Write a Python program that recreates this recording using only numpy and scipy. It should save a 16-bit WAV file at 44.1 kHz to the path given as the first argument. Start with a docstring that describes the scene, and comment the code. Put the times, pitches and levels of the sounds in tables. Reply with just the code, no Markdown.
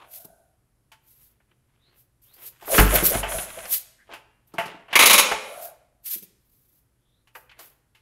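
"""A motorcycle in a bare-walled garage, close to the microphone, is kicked over once and does not catch.
Over low rumble and faint hum, a sole scuffs and squeaks, denim (filtered grains) swishes and parts knock.
The lever bottoms out and shakes the frame (decaying low modes); the engine whirrs (grains), gulps air
five times (gliding resonances) and runs down. The lever comes up with a clank and a burst of ratchet teeth
(ringing modes and noise); then air creeps into the intake, denim swishes and small parts knock to the end."""
import sys
import numpy as np
from scipy import signal
from scipy.fft import rfft, irfft
from scipy.io import wavfile
from scipy.ndimage import uniform_filter1d, minimum_filter1d

SR = 44100
rng = np.random.default_rng(int(sys.argv[2]) if len(sys.argv) > 2 else 0)


def dump_mix(stems):
    """Bounce the given channels to the path in sys.argv[1] as a 16-bit WAV at rate SR."""
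    frames = np.atleast_2d(stems).T  # one column per channel
    limited = np.clip(frames, -1, 1)  # hard clip at full scale
    pcm = np.round(limited * 32767).astype(np.int16)
    wavfile.write(sys.argv[1], SR, pcm)


N = 353241
T = np.arange(N) / SR
HIT_T = T[:SR // 2]
TOP_HZ = 15700  # upper limit of the recorded sound

# Room rumble, spectrum: hz, level_db
RUMBLE_COLOUR = [(25,-15), (55,-2), (86,-12.5), (122,-3), (160,-14), (340,-19), (700,-27.5), (1500,-30),
                 (3600,-38), (7000,-38.5), (11200,-32), (15500,-46)]
# Shoe scuffing on the lever: start_s (peak), relative level_db, rise_s, fall_s
SCUFFS = [ (.01, -48.5, 0.038, .04), (1.24, -70.5, .11, .12), (1.92, -70, 0.15, .06),
          (2.29, -66.5, 0.028, .06), (2.445, -50, 0.037, .025), (4.115, -43.5, 0.016, 0.022),
          (4.68, -42.5, .05, 0.048), (4.921, -42.5, .01, .01), (7.61, -51.5, .03, .04)]
# Squeaks of the rubber sole: start_s (middle), level_db, half_length_s, pitch_hz, glide_octaves_per_s, width_hz
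SQUEAKS = [ (.015, -52.5, 0.033, 1056, -1, 400), (1.865, -67, 0.036, 4000, 2.5, 420),
           (2.325, -66, 0.044, 4010, 6, 420), (4.015, -58.5, 0.021, 1770, 2.5, 450),
           (7.13, -76.5, 0.073, 3630, 1, 602), (7.535, -59, .02, 2200, -7, 481)]
# Swishes of denim: start_s (peak), level_db, rise_s, fall_s
SWISHES = [(.155,-39.5,0.023,0.037), (0.248,-46,.0015,0.0063), (1.11,-55,0.029,0.054),
           (1.25,-56,0.034,0.032), (2.0,-56.5,0.022,0.022), (2.222,-56.5,0.0024,0.068),
           (2.342,-50,0.0025,0.01), (2.475,-38,0.037,0.017), (2.787,-18.5,0.039,0.041),
           (2.959,-16,0.012,0.01), (3.055,-11,0.0091,0.024), (3.737,-16.5,0.017,0.021),
           (4.475,-62,.002,0.023), (5.65,-36.5,0.026,0.02), (6.066,-30.5,0.0082,0.031),
           (6.133,-25.5,0.014,0.016), (6.174,-38.5,.002,.012), (6.227,-40,0.0025,0.011),
           (6.55,-65,0.063,0.087), (6.77,-65,0.076,0.034), (7.36,-51.5,0.0066,0.036),
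           (7.6,-46.5,0.0054,0.049)]
# Denim, spectrum: hz, level_db
DENIM_COLOUR = [(300, -44), (1200, -27), (2200, -17), (5000, -13.5), (7500, -13.5), (10000, -7.5),
                (12400, 2.5), (14000, -4), (15800, -6.5)]
# Air drawn slowly through the intake: start_s (peak), level_db, rise_s, fall_s, pitch_hz, glide_octaves_per_s
DRAUGHTS = [ (.2, -60, 0.16, 0.19, 668.2, .05), (2.972, -27, 0.014, 0.021, 684.2, 1),
            (3.33, -37, .04, 0.094, 653, .1), (3.65, -49, 0.061, .045, 683.1, .7),
            (5.6, -42, 0.15, 0.077, 643.4, 1.15)]
# Resonances of hissing air: centre_hz, width_hz, relative level_db
HISS_BANDS = [(4300, 210, -22), (7170, 1400, -16), (8400, 210, -12), (9920, 550, -1.5), (10750, 300, -7.5),
              (11030, 320, -6), (12150, 350, -8)]
# Lever and linkage knocks: start_s, level_db, centre_hz, thud_db, click_db, t60_s
KNOCKS = [ (0.246, -56.5, 500, 7, -17, 0.099), (.917, -49, 1836, -27, -6.5, .14),
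          (1.402, -64.5, 1200, -37, -27, .08), (1.512, -62.5, 1810, -7, -27, .06),
          (2.622, -43.5, 659, -20.5, -12, .14), (2.677, -33.5, 671, -25.5, -16.5, .09),
          (2.781, -3, 1181, -6, -10.5, .07), (2.804, -18.5, 879, -3.5, -17, .09),
          (2.953, -22.5, 2630, -3.5, -6.5, .09), (3.025, -26.5, 886, 3.5, -8, .035),
          (3.148, -27, 1130, 2.5, -13, .07), (3.23, -24.5, 1290, -18, -20, .25),
          (3.319, -30, 1900, -13.5, -21, .04), (3.384, -30.5, 2410, -7.5, -18, .09),
          (3.653, -39, 1471, -29, -3, .07), (4.091, -45.5, 700, -29.5, -29, 0.2),
          (4.135, -37, 1510, -16.5, -10.5, 0.18), (4.537, -42.5, 617.5, -1.5, -10.5, .11),
          (4.582, -21, 1240, -16.5, -19.5, 0.26), (4.656, -44.5, 2000, 3, -1, .13),
          (4.742, -47, 598.4, 0, -27, .13), (4.882, -46.5, 1200, -23.5, -23, .22),
          (4.928, -22.5, 1880, -22, -15, .12), (5.313, -20, 1094, -19.5, -16, .15),
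          (6.156, -55, 218, 3, -8, .11), (6.222, -57.5, 199.8, 4, -16, .1),
          (7.272, -58, 1910, -33, -9, .13), (7.351, -39.5, 1069, -40, -12.5, .092),
          (7.494, -50.5, 3600, -28, -34, .074), (7.513, -51.5, 2230, -34, -14, .09),
          (7.59, -46.5, 1110, -31, 0.5, .16), (7.948, -56.5, 2700, -17, -9, .22)]
# Ringing engine case, before contact damping: pitch_hz, relative level_db, t60_s
CASE_MODES = [(428, -1.5, 0.71), (678.6, 2, 0.22), (815, 0, 0.1), (881, -0.5, 0.36), (1123, -2.5, 0.16),
              (1682, -7, 0.19), (2130, -5.5, 0.3), (2550, -4.5, 0.34), (2724, -3, .18), (2780, 0, .24),
              (2990, 0.5, 0.22), (3032, 1.5, 0.13)]
# Knock body and sole scuff, spectrum: hz, level_db
KNOCK_COLOUR = [(150, -15.5), (350, 2), (750, -0.5), (1400, -1.5), (2100, -1.5), (2900, -2), (3400, -4.5),
                (5000, -18), (9000, -27.5), (15000, -44)]
# Thud from the frame, spectrum: hz, level_db
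THUD_COLOUR = [(50, -23.5), (110, -8), (180, -0.5), (300, -2.5), (420, -2.5), (700, -26.5), (3000, -53)]
# Click of the contact, spectrum: hz, level_db
CLICK_COLOUR = [(1000, -34.5), (2500, -14.5), (4500, 2.5), (8000, -4.5), (11500, 0.5), (15500, -12.0)]
# Turns of the engine: start_s (gulp peak), gulp_db, gulp_half_length_s, pitch_hz, glide_octaves_per_s,
# hiss_db, stroke_half_length_s (its fall; the rise is shorter)
TURNS = [ (2.753, -22, .032, 543, -5.5, -24.5, 0.069), (2.943, -19, .01, 553, 5, -28.5, 0.072),
         (3.137, -27, .024, 608.3, 6.5, -29.5, .06), (3.348, -31.5, .014, 633.7, 0, -32.5, 0.084),
         (3.586, -35.5, 0.0091, 608, 3.5, -45, 0.18)]
# Chattering gears, spectrum: hz, level_db
GEAR_COLOUR = [(60, -2), (160, -4.5), (320, -7.5), (650, -10.5), (1000, 0), (2200, -1), (3400, -4.5),
               (4600, -17), (8000, -11.5), (15000, -35)]
# Jolts that rock the frame: start_s, level_db, rise_s, t60_s
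JOLTS = [(2.791, -6, 0.0017, 0.59), (3.136, -23, 0.019, 0.82), (3.352, -26, 0.0024, 0.27),
         (5.02, -42, .02, .7), (5.318, -38.5, 0.0034, .2)]
# Modes of the frame: pitch_hz, relative level_db, share of the jolt's t60 (no unit)
FRAME_MODES = [(48.24, -1, 1), (98, -7.5, 0.51), (147, -10, .45)]
# Ratchet teeth: start_s, relative level_db, relative lever_ring_db, treble_db
TEETH = [(4.955, -7, 6, -2), (4.991, 1.5, -4.5, 0), (5.023, -3.5, -1.5, -2), (5.057, -2.5, -10, 3),
         (5.097, -1.5, -5.5, 0), (5.131, -3, -9.5, 4), (5.180, -3, -16, 4)]
# Ringing ratchet gear: pitch_hz, relative level_db, t60_s
GEAR_MODES = [(2440, -5.5, 0.59), (3605, -4.5, 0.3), (3750, -0.5, 0.22), (3870, 1, 0.2), (4030, 5.5, 0.11),
              (6551, -7.5, 0.25), (10794, 3, 0.22), (12120, -4, 0.13)]
# Ringing kick lever: pitch_hz, relative level_db, t60_s
LEVER_MODES = [(946, -8, 0.18), (1173, -9, 0.13), (1177, -7.5, 0.13), (1684, -4, 0.08), (2060, 6.5, 0.074),
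               (2160, 1, 0.16), (2190, -0.5, 0.18), (2329, 2.5, 0.14), (2510, -2, .15), (2560, -2, 0.13)]
# Crack of a tooth, spectrum: hz, level_db
TOOTH_COLOUR = [(35, -53), (60, -30), (167, -24), (220, -12.5), (359, -12), (585, -6), (642, -10.5),
                (1120, -1), (1590, -8.5), (2410, 0), (4850, -12), (6560, -10.5), (7720, -16), (10700, -8),
                (15500, -18)]
# Garage reverberation: hz, t60_s
ROOM_T60 = [(100, 0.47), (500, 0.73), (1200, 0.72), (2500, 0.69), (5000, 0.59), (9000, 0.47), (15000, 0.09)]
# Garage echoes, spectrum: hz, level_db
ECHO_COLOUR = [(100, 1.0), (600, -3), (2500, -7.5), (6000, -7), (12000, -6.0)]

# The kick spins the gears up until the lever bottoms out; they coast down and stop
BOTTOM_S, STOP_S = 2.76, 3.68
SPIN_UP_DB_PER_S, COAST_DB_PER_S = 171, 26
STOP_DB_PER_S = 86  # on top of the coasting


def undb(db):
    """Decibels to amplitude."""
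    return 10 ** (np.asarray(db) / 20)


def unit(x):
    """Scale to rms 1."""
    return x / np.sqrt(np.mean(x ** 2))


def struck(x):
    """Scale a blow to rms 1 over its first hundredth of a second."""
    return x / np.sqrt(np.mean(x[:SR // 100] ** 2))


def fade(t, t60):
    """Exponential decay by 60 dB in t60 seconds."""
    return np.exp(-np.log(1000) * t / t60)


def add(out, s, x):
    """Mix x in at time s."""
    i = int(s * SR)
    out[i:i + len(x)] += x[:N - i]


def band(x, lo_hz, hi_hz, order=2):
    """Band-pass."""
    edges = [lo_hz, min(hi_hz, SR / 2 - 1)]
    return signal.sosfilt(signal.butter(order, edges, "band", fs=SR, output="sos"), x)


def colour(x, points, size=4096):
    """Causal minimum-phase filter through (hz, level_db) points."""
    hz, db = np.transpose(points)
    grid = np.linspace(1, SR / 2, size // 2 + 1)
    level_db = np.interp(np.log(grid), np.log(hz), db)
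    # folding the cepstrum forward in time makes the filter causal
    cepstrum = irfft(np.log(undb(level_db)))
    cepstrum[1:size // 2] *= 2
    cepstrum[size // 2 + 1:] = 0
    impulse = irfft(np.exp(rfft(cepstrum)))
    return signal.oaconvolve(x, impulse)[:len(x)]


def walk(rate):
    """Smooth random wandering of rms 1, with rate new targets per second."""
    k = int(SR / rate)
    steps = np.repeat(rng.standard_normal(N // k + 1), k)
    return unit(uniform_filter1d(steps, k)[:N])


def grains(rate, spread_db):
    """Dense tiny clicks of uneven size, rate per second."""
    hits = rng.random(N) < rate / SR
    size = rng.standard_normal(N) * undb(spread_db * rng.standard_normal(N))
    return unit(hits * size)


def swell(s, rise, fall, roundness):
    """A smooth rise to 1 at time s and a fall; the higher the roundness, the flatter the top."""
    distance = np.abs(T - s) / np.where(T < s, rise, fall)
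    near = distance < 10
    out = np.zeros(N)
    out[near] = np.exp(-distance[near] ** roundness / 2)
    return out


def swells(rows, roundness):
    """Joint loudness of (start_s, level_db, rise_s, fall_s) strokes."""
    return sum(undb(db) * swell(s, rise, fall, roundness) for s, db, rise, fall in rows)


def hoot(hz, width_hz):
    """Turbulence ringing an air resonance whose pitch moves."""
    lowpass = signal.butter(2, width_hz / 2, fs=SR, output="sos")
    a, b = signal.sosfilt(lowpass, rng.standard_normal((2, len(hz))))
    phase = 2 * np.pi * np.cumsum(hz) / SR
    return unit(a * np.cos(phase) + b * np.sin(phase))


def chirps(rows):
    """Short swells of a gliding resonance."""
    out = np.zeros(N)
    for s, db, half, hz, glide, width_hz in rows:
        t = np.arange(-min(3 * half, s), 3 * half, 1 / SR)
        bell = np.exp(-(t / half) ** 2 / 2)
        chirp = unit(hoot(hz * 2 ** (glide * t), width_hz) * bell)
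        add(out, s + t[0], undb(db) * chirp * np.sqrt(np.mean(bell ** 2)))
    return out


def jet():
    """Air hissing through a narrow gap."""
    air = rng.standard_normal(N)
    return unit(sum(undb(db) * band(air, hz - width / 2, hz + width / 2, order=1)
                    for hz, width, db in HISS_BANDS))


def ring(modes, scatter_db=3, detune=0.0013):
    """Modes of a part; every blow lands on a different spot and finds it under a different load."""
    hz, db, t60 = np.transpose(modes)[:, :, None]
    size = undb(db + scatter_db * rng.standard_normal(hz.shape))
    hz = hz * (1 + detune * rng.standard_normal(hz.shape))
    cycles = hz * HIT_T + rng.random(hz.shape)
    return struck(np.sum(size * fade(HIT_T, t60) * np.sin(2 * np.pi * cycles), axis=0))


def clatter(t60, hold_s=0):
    """The crowd of short, overlapping modes of a casting, as noise; they fade once the contact ends."""
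    return rng.standard_normal(len(HIT_T)) * fade(np.maximum(HIT_T - hold_s, 0), t60)


def stillness(floor_db=-68, hum_db=-76):
    """Low room rumble with a faint mains hum."""
    rumble = unit(colour(rng.standard_normal(N), RUMBLE_COLOUR))
    hum = np.sin(2 * np.pi * 120 * T)
    return undb(floor_db) * rumble + undb(hum_db) * hum


def rider(denim_db=0, scuff_db=-2, denim_roundness=1.53, scuff_roundness=1.5):
    """Denim threads slip past each other; the sole scuffs in fits and squeaks."""
    scuff = unit(colour(grains(3300, 3), KNOCK_COLOUR) * undb(3.3 * walk(35)))
    denim = unit(colour(grains(28000, 0.94), DENIM_COLOUR) * undb(1.6 * walk(120)))
    scuffs = undb(scuff_db) * scuff * swells(SCUFFS, scuff_roundness)
    swishes = undb(denim_db) * denim * swells(SWISHES, denim_roundness)
    return scuffs + swishes + chirps(SQUEAKS)


def intake(gulp_width_hz=150, width_hz=145, upper_ratio=2.2, upper_db=-12, hiss_db=-7, roundness=2.5):
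    """Short gulps while the engine spins; a hollow, slowly rising tone when the piston creeps."""
    gulps = chirps([(s, db, half, hz, glide, gulp_width_hz) for s, db, half, hz, glide, *_ in TURNS])
    flows = np.array([undb(db) * swell(s, rise, fall, roundness) for s, db, rise, fall, *_ in DRAUGHTS])
    pitches = np.array([hz * 2 ** (glide * np.clip(T - s, -.5, .5)) for s, *_, hz, glide in DRAUGHTS])
    # the strongest flow sets the pitch; the tiny weight covers the silence
    pitch = np.average(pitches, axis=0, weights=flows + 1e-12)
    upper = undb(upper_db) * hoot(upper_ratio * pitch, 200)
    draught = hoot(pitch, width_hz) + upper + undb(hiss_db) * jet()
    return gulps + draught * flows.sum(axis=0)


def knocks(case_db=2, free_t60=0.26, thud_t60=0.063, contact_s=.0012, below=2.3, above=2.18):
    """Each knock rings the engine case, with a thud from the frame and a click from the contact."""
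    out = np.zeros(N)
    for s, db, hz, thud_db, click_db, t60 in KNOCKS:
        # parts that stay pressed together damp the case; a free rebound lets it ring
        case = t60 / free_t60 * ring(CASE_MODES) * fade(HIT_T, 3 * t60)
        rattle = struck(colour(clatter(t60), KNOCK_COLOUR))
        body = struck(band(rattle + undb(case_db) * case, hz / below, hz * above, order=3))
        thud = struck(colour(clatter(thud_t60), THUD_COLOUR))
        click = struck(colour(clatter(t60), CLICK_COLOUR))
        blow = body + undb(thud_db) * thud + undb(click_db) * click
        add(out, s, undb(db) * blow * (1 - np.exp(-HIT_T / contact_s)))
    return out


def engine(gear_db=-24, slack_db=-7, chatter_db=3, hiss_db=0, lag_s=0.011, rise_share=.8, roundness=6.7):
    """Chain and gears chatter as they run down, slackening between turns; a thin hiss escapes on every stroke."""
    load, leak = np.zeros(N), np.zeros(N)
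    for s, *_, leak_db, half in TURNS:
        stroke = swell(s + lag_s, rise_share * half, half, roundness)
        load = np.maximum(load, stroke)
        leak += undb(leak_db) * stroke
    since = T - BOTTOM_S
    spin_db = np.minimum(SPIN_UP_DB_PER_S * since, -COAST_DB_PER_S * since)
    spin_db = spin_db - STOP_DB_PER_S * np.maximum(T - STOP_S, 0)
    gears = unit(colour(grains(2500, 0.91), GEAR_COLOUR) * undb(chatter_db * walk(70)))
    whirr = undb(gear_db + spin_db + slack_db * (1 - load)) * gears
    return whirr + undb(hiss_db) * leak * jet()


def frame():
    """The whole machine shudders on its stand; the higher modes die sooner."""
    out = np.zeros(N)
    for s, db, rise, t60 in JOLTS:
        sway = sum(undb(mode_db) * fade(T, share * t60) * np.sin(2 * np.pi * hz * T)
                   for hz, mode_db, share in FRAME_MODES)
        add(out, s, undb(db) * (1 - np.exp(-T / rise)) * sway)
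    return out


def ratchet(tooth_t60=0.063, skid_s=0.0067, gear_db=-16, lever_db=-8, level_db=1):
    """The pawl drops off tooth after tooth and skids briefly, ringing gear and lever."""
    out = np.zeros(N)
    for s, db, ring_db, treble_db in TEETH:
        crack = struck(colour(clatter(tooth_t60, skid_s), TOOTH_COLOUR))
        crack = crack + undb(gear_db) * ring(GEAR_MODES, scatter_db=1)
        crack = colour(crack, [(2500, 0.0053), (7000, treble_db)])
        lever = undb(ring_db + lever_db) * ring(LEVER_MODES)
        add(out, s, undb(db + level_db) * (crack + lever))
    return out


def garage(x, wet_db=-8, build_s=0.002):
    """Diffuse echoes from bare walls; the treble dies first."""
    hz, t60 = np.transpose(ROOM_T60)
    t = T[:SR]
    edges = np.geomspace(110, 17000, 9)
    tail = sum(band(rng.standard_normal(SR), lo, hi) * fade(t, np.interp(np.sqrt(lo * hi), hz, t60))
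               for lo, hi in zip(edges, edges[1:]))
    tail = tail * (1 - np.exp(-t / build_s))
    tail = colour(tail / np.sqrt(np.sum(tail ** 2)), ECHO_COLOUR)
    return x + undb(wet_db) * signal.oaconvolve(x, tail)[:N]


def scene():
    """Rider and machine sound in the garage; frame shudder and room floor reach the microphone without echo."""
    echoing = rider() + intake() + knocks() + engine() + ratchet()
    return (garage(echoing) + frame() + stillness())[None]


def record(dry, ceiling=0.86, hold_s=0.0023):
    """The top is cut, a fast limiter flattens the loudest blows, and the top is cut again."""
    top_cut = signal.ellip(10, .2, 80, TOP_HZ, fs=SR, output="sos")
    heard = signal.sosfilt(top_cut, dry)
    size = max(int(hold_s * SR), 1)
    gain = np.minimum(1, ceiling / (np.abs(heard) + 1e-9))
    limited = heard * uniform_filter1d(minimum_filter1d(gain, size), size)
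    return signal.sosfiltfilt(top_cut, limited)


dry = scene()
out = record(dry)
dump_mix(out)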